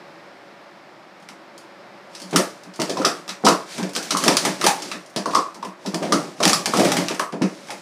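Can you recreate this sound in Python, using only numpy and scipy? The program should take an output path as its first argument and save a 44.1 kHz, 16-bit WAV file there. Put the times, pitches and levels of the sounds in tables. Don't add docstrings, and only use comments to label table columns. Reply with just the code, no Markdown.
import sys
import numpy as np
from scipy import signal
from scipy.fft import rfft, irfft
from scipy.io import wavfile
from scipy.ndimage import uniform_filter1d

SR = 44100
rng = np.random.default_rng(int(sys.argv[2]) if len(sys.argv) > 2 else 0)


def voltage_ratio(level):
    return 10 ** (np.asarray(level, float) / 20)


def store_pcm(level_fs):
    pcm = np.round(np.clip(level_fs, -1, 1) * 32767).astype(np.int16)
    wavfile.write(sys.argv[1], SR, np.atleast_2d(pcm).T)


N = 344421

# frequency in Hz, mode strength in dB.
WALL_SPECTRUM = [(900, -10.5), (1500, -0.5), (2200, -0.5), (3300, -1.5), (5300, 1), (7200, -4.5),
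                 (9500, -8), (11000, -15), (12500, -19), (16000, -26)]
# frequency in Hz, level in dB, t60 in seconds.
TABLE_MODES = [(181, -5.5, 0.14), (190.7, -4, 0.16), (224.5, 0.5, 0.026), (294, -0.5, 0.083),
               (337.4, 8, 0.022), (367.3, 3, 0.041), (429, -2.5, 0.013), (566, 6, 0.025),
               (594.4, 13, 0.009), (767, -1, 0.014), (910, 0, 0.0061), (1000, -59, 0.017),
               (1315, -37, 0.03)]


def rms_one(x):
    return x / np.sqrt(np.mean(x ** 2) + 1e-20)


def at_hz(points, hz):
    point_hz, value = np.array(points)[:, :2].T
    return np.interp(np.log(hz), np.log(point_hz), value)


def filtered(kind, order, hz, x):
    return signal.sosfilt(signal.butter(order, hz, kind, fs=SR, output="sos"), x)


def coloured(spectrum, size=N):
    hz = np.arange(1, size // 2 + 2) * SR / size
    white = rfft(rng.standard_normal(size))
    return rms_one(irfft(white * voltage_ratio(at_hz(spectrum, hz)), size))


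def ring(clicks, hz, t60_s):
    radius = voltage_ratio(-60 / (t60_s * SR))
    w = 2 * np.pi * hz / SR
    return signal.lfilter([0, np.sin(w)], [1, -2 * radius * np.cos(w), radius * radius], clicks + 1e-18)


def by_kind(tables, values):
    return np.transpose([(*row, *value) for rows, value in zip(tables, values) for row in rows])


def blows(start_s, hz, db, t60_s, length_s, count, facing_db=0):
    out = np.zeros((4, N + SR))
    t = np.arange(SR // 14)[:, None] / SR
    late = rng.random((len(start_s), count)) * (np.arange(count) > 0)
    force_db = -3.0 - 22.0 * late + 1.7 * rng.standard_normal(late.shape)
    force = voltage_ratio(force_db * (late > 0)) * rng.choice([-1, 1], late.shape)
    force = force * voltage_ratio(facing_db + 0 * start_s)[:, None]
    side = (-1.) ** np.arange(hz.shape[1])
    for k, s in enumerate(start_s):
        modes = voltage_ratio(db[k] - 60 * t / t60_s[k]) * np.sin(2 * np.pi * hz[k] * t)
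        body = modes @ side
        contacts = np.bincount((2 * late[k] * length_s * SR).astype(int), force[k])
        sound = signal.fftconvolve(body, contacts)
        at = round(s * SR)
        out[0, at:at + len(sound)] += sound
        out[1 + k % 3, at:at + len(body)] += body
    return out[:, :N]


def rims():
    # start in seconds, peak in dB, body in dB. Cups seated rim on rim.
    seats = [(2.15, -24, -39), (2.218, -22, -48), (2.331, -23, 8), (2.738, -31, -27),
             (2.799, -14, -19), (2.896, -13.5, -27), (2.971, -20.5, -12), (3.0185, -22.5, -17),
             (3.05, -2.5, -28), (3.291, -14.5, -12.5), (3.447, -18, -26), (3.4505, -4.5, -43),
             (3.465, -2.5, -12), (3.829, -20.5, -6), (3.951, -12.5, -27), (4.107, -5, -24),
             (4.8214, -16, -34), (4.915, -17, 0),
             (5.1617, -10.5, -22), (5.2577, -18.5, -44), (5.309, -25, -7), (5.333, -28, -17),
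                    (5.349, -7, -34), (5.6265, -28, -5), (5.861, -17.5, -24), (6.0265, -20.5, 3),
                    (6.0515, -29, -8), (6.1223, -4.5, -32), (6.403, -16.5, -24), (6.4288, -7.5, -27),
                    (6.4337, -4.5, -25), (7.111, -20, 0), (7.324, -29, 7), (7.419, -17.5, 8)]
    slams = [(2.36, -3, -13), (3.781, -23, 6), (3.8925, -31, -12), (3.934, -26.5, -18), (4.028, -20.5, -24),
             (4.17, -10.5, -31), (4.238, -9.5, -27), (4.4506, -9, 1), (4.613, -15.5, 6), (4.6417, -9.5, -4),
             (4.665, -2, -11), (6.477, -6, -18), (6.7379, -16.5, -4), (6.771, -13, -11), (6.795, -12, -2),
             (6.849, -13.5, 10), (6.9182, -10.5, -9), (6.968, -12, 6), (7.146, -24, -4), (7.195, -16, 2),
             (7.704, -22.5, 7)]
    touches = [(1.2, -47, -11), (1.225, -45, -17), (1.288, -31.5, 1), (1.5786, -32.5, -34),
               (1.9755, -56, 16), (2.134, -44, -7), (2.2, -29, -25), (2.31, -29, -29), (2.635, -35.5, -24),
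               (2.759, -31.5, -34), (3.279, -27.5, -11), (5.061, -37, -30), (5.098, -40, -45),
               (5.139, -46, -15), (5.545, -31.5, -29), (5.649, -28, -3), (7.672, -36, -18),
               (7.685, -34, 17)]
    snaps = [(2.817, -13.5, -22), (3.486, -6.5, -35), (3.963, -12, -22), (4.28, -4, -8), (4.369, -3.5, -34),
             (5.944, -17, -23), (6.453, -6, -20), (6.495, -9.5, -9), (6.532, -4, -52), (6.6581, -8, -20),
             (7.084, -14.5, -11)]
    # brightness in dB (faster blow, more upper modes), direct sound over the room's share in dB
    kinds = [(-22.5, 1.5), (-8.5, 2.5), (-12, 4), (-16, 7)]
    s, peak_db, body_db, bright_db, facing_db = by_kind(
        [seats, slams, touches, snaps], kinds)
    high = (np.arange(16) + rng.random((len(s), 1))) / 16
    hz = 1100 * 13.43 ** high
    octave = np.log2(hz / 4500)
    upper_db = 0.42 * np.clip(octave, 0, 1.5) * (bright_db[:, None] + 11.0)
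    lower_db = 0.32 * np.clip(-octave, 0, 1) * (body_db[:, None] + 13.0)
    db = peak_db[:, None] + 3.0 + at_hz(WALL_SPECTRUM, hz) + 3 * octave + upper_db + lower_db
    db = db + 0.7 * rng.standard_normal(hz.shape)
    t60_s = 6.5 / hz + 0.0006
    return blows(s, hz, db, t60_s, length_s=0.006, count=12, facing_db=facing_db)


def cup_air():
    # start in seconds, peak in dB, pitch in Hz.
    pops = [(2.359, -7, 1280), (2.969, -16.5, 1000), (3.016, -17, 1270), (3.047, -1, 1260),
            (3.451, -11, 750), (3.466, 0.5, 1020), (3.471, -2, 1244), (3.963, -17.5, 1490),
            (4.106, -18, 1310), (4.149, -8.5, 1124), (4.239, -13.5, 1240), (4.291, -12, 926),
            (4.45, -13, 834), (4.616, -13, 1250), (4.639, -15, 1050), (4.667, -4, 838), (5.258, -7, 1080),
            (5.335, -12, 1050), (5.352, -0.5, 1110), (5.628, -16, 1016), (6.123, -3.5, 1244),
            (6.404, -12.5, 1100), (6.456, -10.5, 753), (6.53, -8, 1160), (6.659, -16, 794),
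            (6.736, -8.5, 1164), (6.774, -15, 750), (6.918, -15, 794), (7.198, -10, 1110),
            (7.695, -21.5, 820)]
    s, peak_db, pitch_hz = np.transpose(pops)
    detune = voltage_ratio(0.15 * rng.standard_normal((len(s), 4)))
    hz = pitch_hz[:, None] * np.array([0.88, 1, 1.12, 1.26]) * detune
    db = peak_db[:, None] + 5.5 - np.array([15, -0.5, 1.5, 11.5])
    return blows(s, hz, db, 13 / hz, length_s=0, count=1)


def table():
    # start in seconds, peak in dB.
    presses = [
        (1.21, -37),
        (1.289, -29),
        (1.54, -37),
        (2.209, -23),
        (2.655, -23),
        (3.279, -18.5),
        (3.785, -5.5),
        (5.036, -48),
        (5.557, -19.5),
    ]
    landings = [(2.328, -8.5), (2.34, -6.5), (2.792, -7.5), (3.438, -2.5), (4.12, -12.5), (4.282, -7),
                (4.456, -10.5), (4.931, -21.5), (5.162, -12), (5.638, -21), (5.851, -12), (5.938, -11),
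                (6.119, -3), (6.438, -5), (6.669, -11.5), (6.738, -5.5), (6.966, -10), (7.098, -11.5),
                (7.328, -12), (7.413, -4.5)]
    knocks = [(2.38, -13), (2.888, -17), (2.978, -15.5), (3.049, -14.5), (3.476, -8), (2.81, -27),
              (3.827, -24), (3.963, -24), (4.263, -11.5), (4.641, -16.5), (5.262, -21), (5.358, -18),
              (6.022, -19), (6.403, -17.5), (6.788, -11), (7.198, -24.5), (7.706, -31)]
    s, peak_db, hard_db = by_kind([presses, landings, knocks], [[-47], [-17.5], [-0.5]])
    hz, level_db, t60_s = np.transpose(TABLE_MODES)[:, None] + np.zeros((len(s), 1))
    tilt_db = 0.5 * np.log2(hz / 200) * (hard_db[:, None] + 10.0) * (hz < 900)
    db = peak_db[:, None] - 9.5 + level_db + tilt_db
    db = db + 1.5 * rng.standard_normal(hz.shape)
    hz = hz * voltage_ratio(0.15 * rng.standard_normal(hz.shape))
    hits = blows(s, hz, db, t60_s, length_s=0.00775, count=4)
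    return filtered("low", 1, 900, hits)


def sliding():
    # start in seconds, length in seconds, hiss in dB, table rumble in dB.
    slides = [(2.173, 0.026, -40, -49), (2.342, 0.11, -33, -31), (2.75, .03, -49, -50),
              (2.842, 0.056, -35, -33), (2.99, 0.037, -32, -21.5), (3.066, 0.1, -37, -45),
              (3.51, 0.029, -30, -27), (3.72, 0.059, -29, -50), (3.8, 0.062, -39, -26),
              (4.04, 0.081, -31, -33), (4.244, 0.083, -19, -17), (4.442, 0.03, -22, -20.5),
              (4.643, 0.02, -23.5, -20), (4.76, 0.14, -32, -30.5), (5.334, 0.013, -30, -32),
              (5.86, 0.13, -40.5, -38), (6.036, 0.16, -35, -19.5), (6.19, 0.053, -33, -31),
              (6.488, 0.031, -19.5, -16), (6.76, 0.078, -21, -36), (6.836, 0.052, -20, -11),
              (6.98, 0.032, -24, -17.5), (7.46, 0.41, -40.5, -38.5), (7.693, 0.14, -42, -54)]
    rise_db_per_s, fall_db_per_s = 192, 102
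    s, length_s, hiss_db, rumble_db = np.transpose(slides)[:, :, None]
    t = np.arange(0, N, 64) / SR
    before_s = np.clip(s - t, 0, None)
    after_s = np.clip(t - s - length_s, 0, None)
    shape_db = -rise_db_per_s * before_s - fall_db_per_s * after_s

    def contour(level_db):
        return np.interp(np.arange(N) / SR, t, np.max(level_db + shape_db, axis=0))

    grit = voltage_ratio(1.4 * uniform_filter1d(rng.standard_normal(N), size=40) * np.sqrt(40))
    hiss = rms_one(grit * coloured(WALL_SPECTRUM))
    shake = rng.standard_normal(N)
    rumble = rms_one(sum(voltage_ratio(db) * ring(shake, hz, t60_s * 0.95) for hz, db, t60_s in TABLE_MODES))
    return voltage_ratio(contour(hiss_db) - 7.5) * hiss + voltage_ratio(contour(rumble_db) - 7) * rumble


def room(places):
    # frequency in Hz, t60 in seconds.
    decay = [(120, 0.049), (400, 0.27), (1200, 0.35), (4000, 0.19), (12000, 0.27)]
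    t = np.arange(SR // 2) / SR
    tail = 0
    for low_hz in 80 * 2. ** np.arange(8):
        white = rng.standard_normal((len(places), len(t)))
        band = filtered("band", 2, [low_hz, min(2 * low_hz, 19000)], white)
        tail = tail + band * voltage_ratio(-60 * t / at_hz(decay, low_hz * np.sqrt(2)))
    tail = tail * (1 - np.exp(-(t / 0.0018) ** 2))
    tail = tail / np.sqrt(np.sum(tail[0] ** 2))
    return signal.fftconvolve(places, tail, axes=1)[:, :N].sum(axis=0)


def ventilation():
    # frequency in Hz, level in dB per Hz.
    air_spectrum = [(30, -36), (65, -30), (95, -25), (135, -13.5), (200, -6.5), (270, -19), (600, -6),
                    (1100, -9.5), (2200, -14.5), (2900, -21.5), (5200, -24), (6000, -31.5), (10000, -41.5),
                    (15000, -48), (16500, -56)]
    # time in seconds, lift in dB.
    drift = [(0, 9), (1.0, 6.5), (2.0, 8.5), (2.5, 7), (7.8, 4.5)]
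    # frequency in Hz, width in Hz, level in dB re air noise.
    duct_modes = [(344, 86, -6.5), (567.4, 22, -8)]
    lift_db = np.interp(np.arange(N) / SR, *np.transpose(drift))
    white = rng.standard_normal(N)
    ducts = sum(voltage_ratio(db) * rms_one(ring(white, hz, 3.3 / width_hz)) for hz, width_hz, db in duct_modes)
    return voltage_ratio(-53.5 + lift_db) * (coloured(air_spectrum) + filtered("high", 3, 200, ducts))


def scene():
    crack, pop, thump = rims(), cup_air(), table()
    wet = room(voltage_ratio(9.0) * crack[1:] + voltage_ratio(0.5) * pop[1:] + voltage_ratio(8.5) * thump[1:])
    cups = crack[0] + pop[0] + thump[0] + wet + sliding()
    cups = filtered("high", 4, 165, cups)
    return (cups + ventilation())[None]


def roll_off(x):
    return signal.sosfilt(signal.butter(12, 16440, fs=SR, output="sos"), x)


def record(dry):
    x = filtered("high", 3, 90, dry)
    x = signal.sosfilt(signal.cheby2(8, 30, 15900, fs=SR, output="sos"), x)
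    x = 1.08 * np.tanh(x / 1.08)
    x = signal.sosfilt(signal.cheby2(10, 60, 16500, fs=SR, output="sos"), x)
    return roll_off(x)


dry = scene()
out = record(dry)
store_pcm(out)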